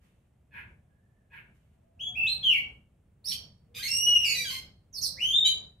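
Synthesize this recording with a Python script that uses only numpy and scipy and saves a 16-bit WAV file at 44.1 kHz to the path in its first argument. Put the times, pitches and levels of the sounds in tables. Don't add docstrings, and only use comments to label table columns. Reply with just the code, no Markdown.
import sys
import numpy as np
from scipy import signal
from scipy.fft import rfft, irfft, next_fast_len
from scipy.io import wavfile
from scipy.ndimage import uniform_filter1d, minimum_filter1d, map_coordinates

SR = 44100
rng = np.random.default_rng(int(sys.argv[2]) if len(sys.argv) > 2 else 0)


def to_wav(s):
    ch = np.atleast_2d(s).T
    pcm = np.round(np.clip(ch, -1, 1) * 32767)
    wavfile.write(sys.argv[1], SR, pcm.astype(np.int16))


N = 255780
TOP_HZ = 15600

# (start [s], length [s], onset [Hz], aim [Hz], end [Hz], level [dB], swell [dB],
# overtones [dB], rasp [0-1])
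WHISTLES = [ (1.992, .106, 2485, 3430, 3310, -30, -6.5, -23.5, 0.08),
            (2.15, .11, 2248, 2790, 2569, -23, 1.5, -38.5, 0.13),
            (2.258, .088, 2340, 4338, 4094, -23, -3, -21, .07),
            (2.425, .114, 3337, 3355, 2678, -19.5, 3, -31.5, .18),
            (2.524, .06, 2660, 2248, 2200, -25.5, -1.5, -35, 0.29),
            (5.162, .05, 1500, 1650, 2800, -39, 16, -16, .2),
            (5.196, .134, 2450, 2900, 3280, -25, -3, -15, .08),
            (5.322, .078, 3343, 3582, 3696, -16.5, 5.5, -26.5, 0.03),
            (5.387, .056, 3675, 3654, 3614, -25, -11, -28.5, 0.07), ]
CHIPS = [ (3.241, .072, 3900, 5820, 5540, -27, -3, -2, 0.22),
         (3.272, .064, 3300, 4350, 4600, -31, 6, -6, .4),
         (3.304, .032, 5000, 3050, 2506, -29.5, -9.5, -12, 0.79),
         (4.926, 0.069, 6710, 5380, 4055, -29, 5, -8, .09),
         (5.012, .06, 6650, 5556, 3806, -22.5, -9.5, -4.5, .09), ]
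RASP_STEPS = [ (3.742, .056, 1196, 1219, 1253, -36, 9, 23, 0.83),
              (3.79, .038, 1476, 1571, 1683, -34, -0.5, 6, .3),
              (3.821, 0.059, 1786, 2266, 2198, -27, 0, 1.5, 0.5),
              (4.243, .09, 2694, 2255, 2192, -25, 1, 1, .28),
              (4.24, .118, 2881, 2690, 2431, -30, -2, -6, .25),
              (4.342, .095, 2011, 1990, 1943, -27.5, -6, 11.5, 0.27),
              (4.382, .075, 2402, 2357, 2286, -32, -7, -5.5, .2),
              (4.443, 0.069, 1716, 1601, 1505, -32.5, 0, 10, .4),
              (4.499, 0.082, 1042, 1080, 1049, -33, -6.5, 20, 0.5), ]
def songbird():
    song = sum(syrinx(glide(row, attack_s=.026, release_s=.017), jitter=.05, tremor=.0047,
                      slope_db=-9.5, hiss_db=-8, sizzle_db=-18) for row in WHISTLES)
    song += sum(syrinx(glide(row, attack_s=.02, release_s=.013), jitter=.08, jitter_hz=1400,
                       slope_db=-7.5, hiss_db=-8, sizzle_db=-4) for row in CHIPS)
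    song += sum(syrinx(glide(row, attack_s=.0092, release_s=.016), jitter=.03,
                       slope_db=-9, hiss_db=-1, sizzle_db=-19.5) for row in RASP_STEPS)
    return song + squeal() + two_voices()


# (time [s], pitch [Hz], level [dB], overtones [dB])
SQUEAL = [(3.88, 2709, -25.5, 1.2), (3.915, 2747, -24, 6), (3.95, 2813, -21.5, 6.5), (4.0, 2852, -26, 2.5),
          (4.061, 2898, -21, -3), (4.121, 2894, -20.5, -14.5), (4.165, 2854, -17.8, -15),
          (4.201, 2840, -22.5, -16), (4.25, 2855, -24, -14)]
def squeal(bright_db=2.5, mid_rasp=.04, edge_rasp=.34):
    times, *columns = np.transpose(SQUEAL)
    t = np.arange(int(times[0] * SR), int(times[-1] * SR)) / SR
    pitch, db, overtones_db = (np.interp(t, times, column) for column in columns)
    rasp = mid_rasp + edge_rasp * np.linspace(-1, 1, len(t)) ** 2
    return syrinx((t, pitch, db, overtones_db + bright_db, rasp), tremor=.0034, hiss_db=-6, sizzle_db=-28)


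TWO_VOICES = [(5.441, .05, 3550, 3950, 3990, -17, 0, -30.5, 0.14),
              (5.439, 0.043, 3130, 3060, 3070, -24.5, -3, -16.5, 0.2)]
def two_voices(quadratic_db=14, cubic_db=27):
    first, second = (syrinx(glide(row, attack_s=.02, release_s=.013), hiss_db=-3.5) for row in TWO_VOICES)
    products = first * second * (amp(quadratic_db) + amp(cubic_db) * (first + second))
    colour = [(1000, -29), (2200, 2), (4800, 1), (7000, -.5), (11000, -4.5)]
    return first + second + coloured(products, colour)


# (frequency [Hz], gain [dB])
THROAT = [(1000, -15), (2000, -11), (3000, -1), (4300, 6.5), (5700, -0.5), (7000, -3), (8500, -12.5),
          (11000, -14), (13300, -9), (15000, -22.5)]
# (frequency [Hz], relative density [dB])
HISS = [(200, -46.5), (1200, -23), (2300, 2.5), (4300, -3), (6500, -14), (9000, -13), (12500, -4.5),
        (16000, -17)]
# (frequency [Hz], relative density [dB])
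SIZZLE = [(3000, -41.5), (7000, -23), (8700, 1), (11000, 1.5), (13200, 3), (15000, -13)]
def syrinx(controls, jitter=.035, jitter_hz=700, tremor=.0033, shimmer_db=6,
           slope_db=-11, hiss_db=-3, sizzle_db=-25):
    t, pitch, db, overtones_db, rasp = controls
    rasp = np.clip(rasp, 0, 1)
    unsteady = tremor * wobble(250, len(t)) + jitter * rasp * wobble(jitter_hz, len(t))
    phase = 2 * np.pi * np.cumsum(pitch * (1 + unsteady)) / SR
    k = np.arange(2, 15)[:, None]
    gains = amp(overtones_db + slope_db * np.log2(k / 2) + along(THROAT, k * pitch))
    gains *= k * pitch < TOP_HZ
    overtones = np.sum(gains * np.sin(k * phase), axis=0)
    overtone_power = np.sum(gains ** 2, axis=0)
    tone = (np.sin(phase) + overtones) / np.sqrt((1 + overtone_power) / 2)
    flutter = amp(shimmer_db * rasp * wobble(400, len(t)))
    puffs = rng.standard_normal((2, len(t))) * (1 + np.sin(phase))
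    hiss = amp(hiss_db) * rasp ** 2 * unit(coloured(puffs[0], HISS))
    pressed = np.sqrt(overtone_power / (1 + overtone_power))
    sizzle = amp(sizzle_db) * pressed * unit(coloured(puffs[1], SIZZLE))
    voice = flutter * (tone + sizzle) + hiss
    return placed(gate(t, fade_s=.0026) * amp(db) * voice, t)


def glide(row, attack_s, release_s, scoop_s=.014, edge_rasp=.22):
    start, length, onset_hz, aim_hz, end_hz, db, swell_db, overtones_db, rasp = row
    t, u, edges_db = syllable(start, length, attack_s, release_s)
    scoop_hz = (onset_hz - aim_hz) * np.exp(-(t - start) / scoop_s)
    pitch = aim_hz + (end_hz - aim_hz) * u + scoop_hz
    level_db = db + swell_db * (u - .5) + edges_db
    return t, pitch, level_db, overtones_db, rasp + edge_rasp * (2 * u - 1) ** 2


# (start [s], length [s], level [dB])
HOARSE_CALLS = [(.508, .112, -36), (1.299, .104, -37.5)]
# (frequency [Hz], gain [dB])
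HOARSE_COLOUR = [(300, -30), (700, -43.5), (950, 9.5), (1200, 10.5), (1600, 10.5), (2000, 7.5), (2600, 1),
                 (3300, -18), (4500, -32.5), (7000, -37.5), (12000, -21), (16000, -50.5)]
def hoarse_call(start, length, db, start_hz=863, end_hz=799, overtones_db=10, rasp=.39, end_rasp=.85):
    t, u, edges_db = syllable(start, length, attack_s=.04, release_s=.034)
    pitch = start_hz + (end_hz - start_hz) * u
    controls = t, pitch, db + edges_db, overtones_db, rasp + (end_rasp - rasp) * u
    voice = syrinx(controls, jitter=.0998, jitter_hz=500, slope_db=-5, hiss_db=0)
    return coloured(voice, HOARSE_COLOUR)


# (start [s], length [s], level [dB], fade [dB])
RUSTLES = [(0, 0.29, -59, -20), (1.528, .4, -64, -15.5)]
# (frequency [Hz], relative density [dB])
FEATHERS = [(300, -6.5), (900, 4), (2500, -2), (4500, -12.5), (9000, -20.5), (15000, -23.5)]
def rustle(start, length, db, fade_db, flicker_db=2):
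    t, u, edges_db = syllable(start, length, attack_s=.008, release_s=.05)
    noise = unit(coloured(rng.standard_normal(len(t)), FEATHERS))
    level_db = db + fade_db * u + edges_db + flicker_db * wobble(40, len(t))
    return placed(noise * amp(level_db), t)


# (start [s], length [s], start [Hz], middle [Hz], end [Hz], level [dB])
FAR_TONES = [ (.85, .45, 1620, 1745, 1705, -67), (1.69, .13, 950, 965, 955, -66),
             (1.72, .32, 650.5, 664.6, 690, -57), (2.02, .28, 696, 733, 776, -56.5),
             (3.66, 0.14, 463, 483.4, 494, -50.5), (3.95, .25, 481, 512.7, 503, -56),
             (4.24, 0.27, 495.3, 499, 508, -56.5), (4.98, .6, 545, 495, 425, -61), ]
def far_tone(start, length, start_hz, middle_hz, end_hz, db, waver=.025):
    t, u, edges_db = syllable(start, length, attack_s=.07, release_s=.098)
    arch_hz = (middle_hz - (start_hz + end_hz) / 2) * np.sin(np.pi * u)
    pitch = start_hz + (end_hz - start_hz) * u + arch_hz
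    phase = 2 * np.pi * np.cumsum(pitch * (1 + waver * wobble(90, len(t)))) / SR
    return placed(np.sqrt(2) * gate(t, fade_s=.015) * amp(db + edges_db) * np.sin(phase), t)


# (frequency [Hz], relative density [dB])
RUMBLE = [(12, -49), (20, -12), (27, -15), (54, -1.5), (70, 1.5), (156, -3.5), (216, -7.5), (275, -18),
          (400, -22), (520, -36), (880, -120)]
# (frequency [Hz], relative density [dB])
AIR = [(100, -20), (280, -12), (600, -9.5), (1000, -16), (2500, -30), (4500, -39), (8300, -43),
       (15000, -49.5)]
def outdoors(rumble_db=-53, air_db=-62, drift_db=1.25):
    def noise(spectrum, side_db):
        mid, side = coloured(rng.standard_normal((2, N)), spectrum)
        return unit(np.array([mid + amp(side_db) * side, mid - amp(side_db) * side]))
    rumble = amp(rumble_db + drift_db * wobble(3.2, N)) * noise(RUMBLE, side_db=-21)
    return rumble + amp(air_db) * noise(AIR, side_db=-4)


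# (frequency [Hz], t60 [s])
PORCH_T60 = [(300, 0.64), (2500, 0.39), (5000, 0.43), (9000, 0.23), (15000, 0.25)]
def porch(x, early_db=3, early_t60_s=.13, build_up_s=.0057):
    hz, t, noise = signal.stft(rng.standard_normal((2, int(.7 * SR))), SR, nperseg=256)
    decay = amp(-60 * t / along(PORCH_T60, hz)[:, None]) + amp(early_db - 60 * t / early_t60_s)
    decay *= 1 - np.exp(-t / build_up_s)
    decay /= np.linalg.norm(decay, axis=1, keepdims=True)
    tail = signal.istft(noise * decay, SR, nperseg=256)[1]
    tail /= np.linalg.norm(tail, axis=1, keepdims=True)
    return signal.fftconvolve(x[None], tail, axes=1)[:, :N]


# (frequency [Hz], cut [dB])
SUPPRESSION = [(100, 10), (400, 13.5), (1000, 19), (3000, 9), (10000, 7)]
def suppressor(x, shut_db=-50, open_db=-22, hold_s=.13):
    hz, t, bands = signal.stft(x, SR, nperseg=512)
    power = np.abs(uniform_filter1d(np.mean(x ** 2, axis=0), size=1024))
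    level_db = 10 * np.log10(np.interp(t, np.arange(N) / SR, power) + 1e-12)
    reach = max(1, int(hold_s / t[1] / 2))
    held_db = -minimum_filter1d(-level_db, 2 * reach + 1, origin=reach)
    shut = uniform_filter1d(np.clip((open_db - held_db) / (open_db - shut_db), 0, 1), size=5)
    cut_db = along(SUPPRESSION, hz)[:, None] * shut
    return signal.istft(bands * amp(-cut_db), SR, nperseg=512)[1][:, :N]


def syllable(start, length, attack_s, release_s, edge_db=-17.5):
    t = np.arange(int(length * SR)) / SR
    attack = np.clip(1 - t / attack_s, 0, 1) ** 2
    release = np.clip(1 - (length - t) / release_s, 0, 1) ** 2
    return start + t, t / length, edge_db * (attack + release)


def gate(t, fade_s):
    return np.clip(np.minimum(t - t[0], t[-1] - t) / fade_s, 0, 1)


def placed(x, t):
    return np.pad(x, (round(t[0] * SR), N))[:N]


def amp(db):
    return 10 ** (np.asarray(db) / 20)


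def unit(x):
    return x / np.sqrt(np.mean(x ** 2) + 1e-20)


def along(points, hz):
    knots_hz, values = np.transpose(points)
    return np.interp(np.log(hz + 1), np.log(knots_hz + 1), values)


def wobble(rate_hz, n):
    knots = rng.standard_normal(int(n * rate_hz / SR) + 4)
    return map_coordinates(knots, [np.arange(n) * rate_hz / SR])


def filtered(x, gain):
    n = x.shape[-1]
    size = next_fast_len(n + 4096)
    return irfft(rfft(x, size) * gain(np.fft.rfftfreq(size, 1 / SR)), size)[..., :n]


def coloured(x, points):
    return filtered(x, lambda hz: amp(along(points, hz)))


# (frequency [Hz], gain [dB])
BEAK_SHADOW = [(2500, -3.5), (4000, -1.5), (6000, -6.5), (9000, -12), (14000, -19.5)]
def scene(direct_db=-2.5, room_db=-1, hoarse_direct_db=-6):
    song = songbird()
    hoarse = sum(hoarse_call(*row) for row in HOARSE_CALLS)
    faint = sum(far_tone(*row) for row in FAR_TONES) + sum(rustle(*row) for row in RUSTLES)
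    direct = amp(direct_db) * coloured(song, BEAK_SHADOW) + amp(hoarse_direct_db) * hoarse
    return direct + porch(amp(room_db) * song + hoarse + faint) + outdoors()


# (frequency [Hz], gain [dB])
LEFT_PORT = [(1000, 0), (2700, 0.5), (3600, -1), (5000, -9.5), (9000, 1), (14000, -3.5)]
RIGHT_PORT = [(1000, 0), (2700, -.5), (3600, -3.5), (5000, -1.5), (9000, 7), (14000, 3.5)]
def record(dry):
    ports = np.array([coloured(dry[0], LEFT_PORT), coloured(dry[1], RIGHT_PORT)])
    return filtered(suppressor(ports), lambda hz: hz < TOP_HZ)


dry = scene()
out = record(dry)
to_wav(out)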